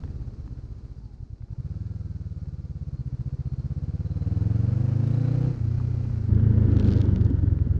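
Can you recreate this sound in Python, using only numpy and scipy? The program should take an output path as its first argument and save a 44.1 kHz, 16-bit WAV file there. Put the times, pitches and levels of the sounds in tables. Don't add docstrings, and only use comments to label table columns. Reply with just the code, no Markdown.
import sys
import numpy as np
from scipy import signal
from scipy.fft import rfft, irfft, next_fast_len
from scipy.io import wavfile
from scipy.ndimage import uniform_filter1d, map_coordinates

SR = 44100
rng = np.random.default_rng(int(sys.argv[2]) if len(sys.argv) > 2 else 0)


def wav_record(signal):
    frames = np.transpose(np.atleast_2d(signal))
    bounded = np.clip(frames, -1, 1)
    quanta = np.round(bounded * 32767).astype(np.int16)
    wavfile.write(sys.argv[1], SR, quanta)


N = 343539
TIME = np.arange(N) / SR
CUT_S = 6.29
REFERENCE_RATE = 20


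def amp(db):
    return 10 ** (np.asarray(db) / 20)


def unit(x):
    return x / np.sqrt(np.mean(x ** 2) + 1e-20)


def steady(x):
    power = uniform_filter1d(uniform_filter1d(x ** 2, size=SR // 5), size=SR // 7)
    return x / np.sqrt(np.abs(power) + 1e-6 * np.mean(x ** 2))


def curves(rows, at=TIME):
    s, *cols = np.transpose(rows)
    return [np.interp(at, s, c) for c in cols]


def wobble(rate):
    knots = rng.standard_normal(int(N * rate / SR) + 4)
    return map_coordinates(knots, [TIME * rate])


def noise():
    return rng.standard_normal(N)


def impulses(times, sizes):
    inside = (times > 0) & (times < TIME[-1])
    samples = np.round(times[inside] * SR).astype(int)
    return np.bincount(samples, sizes[inside], N)


def lobe(turn, centre, sharp):
    return np.exp(sharp * (np.cos(2 * np.pi * (turn - centre)) - 1))


def filtered(x, response):
    m = next_fast_len(N + SR // 2)
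    return irfft(rfft(x, m) * response(np.fft.rfftfreq(m, 1 / SR)), m)[:N]


def contour(points, hz):
    f, db = np.transpose(points)
    return amp(np.interp(np.log(hz + 1), np.log(f), db))


def ring(x, points, size=16384):
    hz = np.fft.rfftfreq(size, 1 / SR)
    low_hz, high_hz = points[0][0], points[-1][0]
    gain = contour(points, hz)
    gain = gain / np.sqrt(1 + (low_hz / (hz + 1) / 2) ** 4) / (1 + (hz / high_hz / 2) ** 4)
    cepstrum = irfft(np.log(np.maximum(gain, 1e-6)))
    cepstrum[1:size // 2] *= 2
    cepstrum[size // 2 + 1:] = 0
    return signal.fftconvolve(x, irfft(np.exp(rfft(cepstrum))))[:N]


def resonance(hz, centre_hz, width_hz):
    return 1 / np.sqrt(1 + ((hz - centre_hz) / width_hz) ** 2)


def speed(at=TIME):
    # time in seconds, rate in cycles a second.
    speed_rows = [(0, 20.05), (.2, 16.91), (.7, 15.1), (.9, 15.47), (1.3, 9.24), (1.48, 10.46),
                  (1.7, 18.84), (1.87, 21.15), (2.25, 18.7), (2.88, 17.08), (3.04, 14.7), (3.41, 15.34),
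                  (4.18, 18.77), (5.48, 31.83), (5.6, 28.28), (5.77, 30.91), (6.08, 30.4), (6.25, 26.3),
                  (6.48, 28.05), (6.75, 25.85), (7.79, 20.4)]
    return curves(speed_rows, at)[0]


def throttle():
    # time in seconds, opening from 0 to 1.
    throttle_rows = [(0, 0.47), (.55, 0.34), (.95, 0.17), (1.6, 0.28), (1.9, 0.05), (2.8, 0.15),
                     (3.1, 0.46), (4.1, 0.61), (4.4, 0.92), (5.48, 0.92), (5.57, 0.53), (6.27, 0.52),
                     (6.9, 0.98), (7.6, 0.4)]
    return np.clip(curves(throttle_rows)[0], 0, 1)


def pulling(at=TIME):
    from_s, to_s, clutch_s = 1.5, 5.55, 0.12
    return np.clip(np.minimum(at - from_s, to_s - at) / clutch_s + .5, 0, 1)


def effort(base_db, octave_db, throttle_db, late_db):
    speed_db = octave_db * np.log2(speed() / REFERENCE_RATE)
    return amp(base_db + speed_db + throttle_db * throttle() + late_db * (TIME > CUT_S))


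def firings(cycle, second_db=4.0):
    gap_pulling, gap_coasting = 0.228, 0.2582
    scatter_db, scatter_s = .7, 0.0005
    pull_steadies = .86
    lug_scatter, lug_below_rate = .4, 21.5
    stumble_spread = 0.008
    # time in seconds, change of strength in dB.
    stumble_rows = [(.11, -4), (.34, -7), (.46, -4), (.79, -4), (1.14, -6), (6.395, -3), (6.54, -3.5),
                    (6.69, -2.5), (6.81, -3.5), (6.847, -4), (6.925, -4.5), (7.04, -3.5), (7.17, -8),
                    (7.3, -7), (7.39, -3.5), (7.575, -5), (7.67, -6)]
    count = np.arange(int(cycle[-1]) + 1)
    at = np.interp(count + 1, cycle, TIME)
    pull = pulling(at)
    drop = sum(db * (count == np.abs(at - s).argmin()) for s, db in stumble_rows)
    gap = gap_coasting + (gap_pulling - gap_coasting) * pull - stumble_spread * drop
    loose = 1 - pull_steadies * pull
    lug = pull * np.clip((lug_below_rate - speed(at)) / 3, 0, 1)
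    train = np.zeros(N)
    for lead, db in ((gap, 0), (0, second_db * loose)):
        times = np.interp(count + .985 - lead, cycle, TIME) - .004
        early, strong = (loose + lug_scatter * lug) * rng.standard_normal((len(count), 2)).T
        train += impulses(times - scatter_s * early, amp(db + scatter_db * strong + drop))
    return train


def gulp(train, points, delay_s=0.00799):
    def suction(hz):
        return -1j * np.exp(-2j * np.pi * hz * delay_s) * contour(points, hz)
    return filtered(train, suction)


def engine(cycle, breath_db=-23, swell=0.16, swell_sharp=5.8, swell_turn=0.026):
    hard_coasting, hard_pulling, hard_revs = 0.24, 0.47, 0.61
    pull_growl_db, pull_gas_db = 4, -9
    # time in seconds, level in dB.
    load_rows = [(0, -36), (.5, -38), (.9, -43), (1.45, -40), (1.6, -32), (2.65, -35), (3.15, -30.5),
                 (4.1, -28.5), (4.45, -22.5), (5.5, -22.5), (5.56, -35), (5.63, -24), (6.27, -27.5),
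                 (6.32, -18), (7.79, -22.5)]
    # frequency in Hz, relative level in dB.
    soft_airbox = [(15, -41), (42, 8), (68, 11), (95, 14), (130, 10), (170, -22), (230, -32.5),
                   (400, -53.5), (900, -100)]
    # frequency in Hz, relative level in dB.
    hard_airbox = [(15, -40.5), (45, -15), (72, -15), (110, 14.5), (140, 14), (180, 7.5), (240, -10.5),
                   (400, -50), (900, -100)]
    # frequency in Hz, relative level in dB.
    pipe_body = [(100, -57), (160, 0), (195, 8), (270, 10.5), (350, -8), (420, -10.5), (500, -6.5),
                 (620, -20), (800, -19), (1100, -33), (2500, -63.5)]
    # frequency in Hz, relative level in dB.
    gas_body = [(100, -41.5), (180, 1), (270, -2), (360, -5.5), (480, -13), (650, -30), (1000, -43.5),
                (2500, -69.5)]

    revs = np.clip(speed() / REFERENCE_RATE - 1, 0, 1)
    hard_under_pull = hard_pulling + hard_revs * revs
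    hard = np.clip(hard_coasting + pulling() * (hard_under_pull - hard_coasting), 0, 1)
    train = firings(cycle)
    thump = steady(gulp(train * (1 - hard), soft_airbox) + gulp(train * hard, hard_airbox))
    thump = thump + amp(breath_db) * unit(ring(noise(), soft_airbox))
    growl = amp(pull_growl_db * pulling()) * steady(ring(train, pipe_body))
    turbulence = noise() * (1 + swell * lobe(cycle, swell_turn, swell_sharp))
    gas = amp(pull_gas_db * pulling() * throttle()) * unit(ring(turbulence, gas_body))
    growl_gain = effort(base_db=-64.0, octave_db=7.5, throttle_db=22.5, late_db=8)
    gas_gain = effort(base_db=-56.0, octave_db=6.5, throttle_db=18.5, late_db=7.0)
    return amp(curves(load_rows)[0]) * thump + growl_gain * growl + gas_gain * gas + silencer(train)


def silencer(train, pull_db=-3):
    # frequency in Hz, relative level in dB.
    puff_body = [(15, -20), (32, -5), (52, 8), (70, 5), (95, -8), (140, -21.5), (300, -62), (900, -130)]
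    puffs = steady(gulp(train, puff_body, delay_s=.007)) * amp(pull_db * pulling())
    return effort(base_db=-44, octave_db=2.5, throttle_db=-7.5, late_db=5) * puffs


def frame(cycle, early_hz=186, late_hz=204):
    turn = 2 * np.pi * cycle
    first = effort(base_db=-69.5, octave_db=24, throttle_db=7.0, late_db=-0.5) * np.sin(turn)
    second_gain = effort(base_db=-49.5, octave_db=4.5, throttle_db=13.0, late_db=-7.0)
    second = second_gain * resonance(2 * speed(), centre_hz=63, width_hz=0.78) * np.sin(2 * turn)
    drone = amp(1.5 * wobble(15)) * np.sin(8 * turn + .2 * wobble(14))
    frame_hz = np.where(TIME < CUT_S, early_hz, late_hz)
    ringing = resonance(8 * speed(), frame_hz, width_hz=21.6)
    drone_gain = effort(base_db=-42, octave_db=15, throttle_db=4, late_db=7.5)
    return first + second + drone_gain * ringing * drone


def machinery(cycle):
    # frequency in Hz, relative level in dB.
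    early_cases = [(320, -25.5), (550, -3), (691, -6.5), (753, -6), (1010, -11), (1290, -11), (1380, -10),
                   (1950, -19), (2260, -18.5), (2630, -20.5), (3600, -28.5), (4680, -55), (7920, -120)]
    # frequency in Hz, relative level in dB.
    late_cases = [(320, -22.5), (550, 2), (736, -12.5), (924, -5), (1070, -12), (1410, -7), (1900, -14.5),
                  (2530, -25), (2960, -21.5), (3600, -28), (4680, -41), (7920, -120)]
    # frequency in Hz, relative level in dB.
    hiss_body = [(2600, -19.5), (3600, -9), (4150, -1), (4800, -2.5), (5800, -6), (6500, -7.5), (7300, -13),
                 (9000, -20), (11000, -37.5), (15500, -36.5)]
    times = np.interp(np.arange(0, cycle[-1], 1 / 4), cycle, TIME)
    late_s = .0008 * rng.standard_normal(len(times))
    tap_db = 4.5 * rng.standard_normal(len(times)).clip(-3, 1.7)
    taps = unit(impulses(times + late_s, amp(tap_db)))
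    churn = unit(noise() * (2.0 + lobe(cycle, 0.016, 2.6)) * amp(1.1 * wobble(120))) + 0.42 * taps
    cases = np.where(TIME < CUT_S, unit(ring(churn, early_cases)), unit(ring(churn, late_cases)))
    fine = unit(noise() * (2.4 + lobe(cycle, 0.046, 1.9))) + 0.13 * taps
    hiss = unit(ring(fine, hiss_body))
    return (effort(base_db=-67.0, octave_db=7.5, throttle_db=12.5, late_db=4.0) * cases
            + effort(base_db=-73.0, octave_db=5.5, throttle_db=6.0, late_db=-4.5) * hiss)


def gears(cycle, lift=3.2):
    # teeth passed per cycle, relative level in dB.
    mesh_rows = [(66.5, -9), (79, -12)]
    whine = np.zeros(N)
    for teeth, db in mesh_rows:
        gain = amp(db) * (1 + lift * resonance(teeth * speed(), centre_hz=850, width_hz=55) ** 2)
        unsteady = 1 + 0.083 * wobble(35)
        whine += gain * unsteady * np.sin(2 * np.pi * teeth * cycle + .85 * wobble(70))
    return effort(base_db=-65.5, octave_db=7.0, throttle_db=-1.5, late_db=3) * whine


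def wind():
    # time in seconds, level in dB.
    wind_rows = [(0, -39), (.6, -44), (1.7, -55), (4.4, -55), (5.4, -49), (6.2, -47), (6.6, -34),
                 (7.79, -41)]
    rumble = ring(noise(), [(12, -13.0), (25, -16.0), (50, -5.5), (80, -12), (200, -23.5), (600, -57.0)])
    gusts = amp(wobble(8))
    return amp(curves(wind_rows)[0]) * unit(rumble * gusts)


def crackle(cycle, rate=170):
    # frequency in Hz, relative level in dB.
    tick_body = [(4000, -20), (7000, -8), (10000, -1), (15000, -16)]
    times = rng.uniform(0, TIME[-1], int(rate * TIME[-1]))
    tick_db = 5 * rng.standard_normal(len(times)).clip(-2, 2)
    ticks = impulses(times, amp(tick_db)) * lobe(cycle, 0, 3)
    return effort(base_db=-106, octave_db=1, throttle_db=25, late_db=-3.5) * unit(ring(ticks, tick_body))


def blows(rows, body, t60):
    out = np.zeros(N + SR)
    t = np.arange(SR // 10) / SR
    for s, db, *tilt in rows:
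        colour = [(hz, level + sum(tilt) * np.log2(hz / body[0][0])) for hz, level in body]
        hit = ring(rng.standard_normal(len(t)) * amp(-60 * t / t60), colour)
        out[round(s * SR):][:len(hit)] += amp(db) * hit / np.abs(hit).max()
    return out[:N]


def rattles(cycle, buzz_db=-59.5):
    # time in seconds, peak level in dB.
    knock_rows = [(.037, -41), (.077, -48), (.477, -46.5), (1.422, -54), (7.589, -44)]
    # frequency in Hz, relative level in dB.
    lever_body = [(250, -20), (500, -3), (850, 0), (1500, -3), (2500, -11), (5000, -25), (9000, -45)]
    # time in seconds, peak level in dB.
    clunk_rows = [(5.799, -40.5)]
    # frequency in Hz, relative level in dB.
    gearbox_body = [(500, -16), (820, 0), (1150, -7), (2500, -35)]
    # time in seconds, peak level in dB, treble tilt in dB per octave.
    snap_rows = [(6.3472, -49.5, 4), (6.768, -40, -2), (6.788, -44, -2), (6.7975, -36, -2),
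                 (6.8275, -45, 1), (6.8455, -38, -2), (6.8565, -39, -2), (6.8754, -42, 0),
                 (6.8859, -35.5, -2), (6.9054, -38, -1), (6.9158, -38, -1), (6.9248, -37, -1),
                 (6.9358, -36, -2), (6.9657, -39, 0), (6.976, -43, 2), (6.9852, -40, 0), (7.004, -44, 0),
                 (7.0151, -34, -2), (7.055, -47, 4), (7.1603, -33, -2), (7.2122, -41, -3), (7.2485, -45, 5),
                 (7.265, -50, 2), (7.3025, -51, 6), (7.391, -53, 5)]
    # frequency in Hz, relative level in dB.
    panel_body = [(800, -14), (1500, -5), (2300, -1.5), (3100, 3), (4200, 1), (5500, -5), (6800, -10),
                  (8000, -21), (11000, -31), (15000, -42)]
    # time in seconds, peak level in dB.
    thud_rows = [(7.262, -26), (7.304, -20), (7.427, -21), (7.515, -27), (7.668, -26)]
    # frequency in Hz, relative level in dB.
    chassis_body = [(130, -24), (210, -1), (285, 0), (370, -20), (600, -40), (1500, -65)]
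    knocks = blows(knock_rows, lever_body, t60=.015)
    clunks = blows(clunk_rows, gearbox_body, t60=.045)
    thuds = blows(thud_rows, chassis_body, t60=.05)
    snaps = blows(snap_rows, panel_body, t60=.011)
    shaken = (TIME > CUT_S) * resonance(4 * speed(), centre_hz=100.5, width_hz=3.6) ** 2
    buzz = unit(ring(noise() * lobe(4 * cycle, .17, .6) * amp(4 * wobble(260)), panel_body))
    return amp(buzz_db) * shaken * buzz + snaps + knocks + clunks + thuds


def whistle(cycle, fade_s=0.03):
    # start in seconds, length in seconds, first and last pitch in Hz, level in dB,
    # rate of the random phase wobble in knots a second, which widens the tone.
    whistle_rows = [(.92, .22, 4950, 4200, -83, 90), (2.94, .08, 4220, 4310, -72.5, 30),
                    (3.16, .28, 4100, 4320, -84, 160), (3.42, .26, 4270, 4230, -78, 75),
                    (4.03, .25, 4070, 4100, -73, 80), (4.26, .19, 4080, 4050, -77, 140),
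                    (5.02, .56, 3800, 4300, -68.5, 220)]
    out = np.zeros(N)
    for s, length, first_hz, last_hz, db, wobble_rate in whistle_rows:
        pitch_hz = np.interp(TIME, [s, s + length], [first_hz, last_hz])
        angle = 2 * np.pi * np.cumsum(pitch_hz) / SR
        tone = amp(2.5 * wobble(60)) * np.sin(angle + 1.7 * wobble(wobble_rate))
        swell = np.clip(np.minimum(TIME - s, s + length - TIME) / fade_s, 0, 1)
        out += amp(db) * swell * unit(tone * (.25 + lobe(cycle, .95, 1.5)))
    return out


def blare(cycle, turn=.9, t60=0.089):
    second_gap, second_db = .25, -7
    # frequency in Hz, relative level in dB.
    blare_body = [(220, -14), (320, 11), (400, 0), (490, 1.5), (600, -13.5), (730, -15), (900, -22),
                  (1300, -26.5), (2500, -49.5)]
    count = np.arange(int(cycle[-1]))
    blasts = np.zeros(N)
    for lag, db in ((0, 0), (second_gap, second_db)):
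        times = np.interp(count + turn + lag, cycle, TIME)
        blasts += impulses(times, np.full(len(count), amp(db)))
    t = np.arange(SR // 20) / SR
    echo = rng.standard_normal(len(t)) * amp(-60 * t / t60)
    echoes = signal.fftconvolve(blasts, echo)[:N]
    gain = effort(base_db=-63.5, octave_db=11, throttle_db=15, late_db=0) * pulling()
    return gain * steady(ring(echoes, blare_body))


def scene():
    cycle = np.cumsum(speed()) / SR
    mix = engine(cycle) + frame(cycle) + machinery(cycle) + gears(cycle) + wind() + crackle(cycle)
    mix = mix + rattles(cycle) + whistle(cycle) + blare(cycle)
    return mix[None]


def record(dry, top_hz=15650):
    fade = np.clip(np.minimum(TIME, TIME[-1] - TIME) / .004, 0, 1)
    return filtered(dry[0] * fade, lambda hz: hz < top_hz)[None]


dry = scene()
out = record(dry)
wav_record(out)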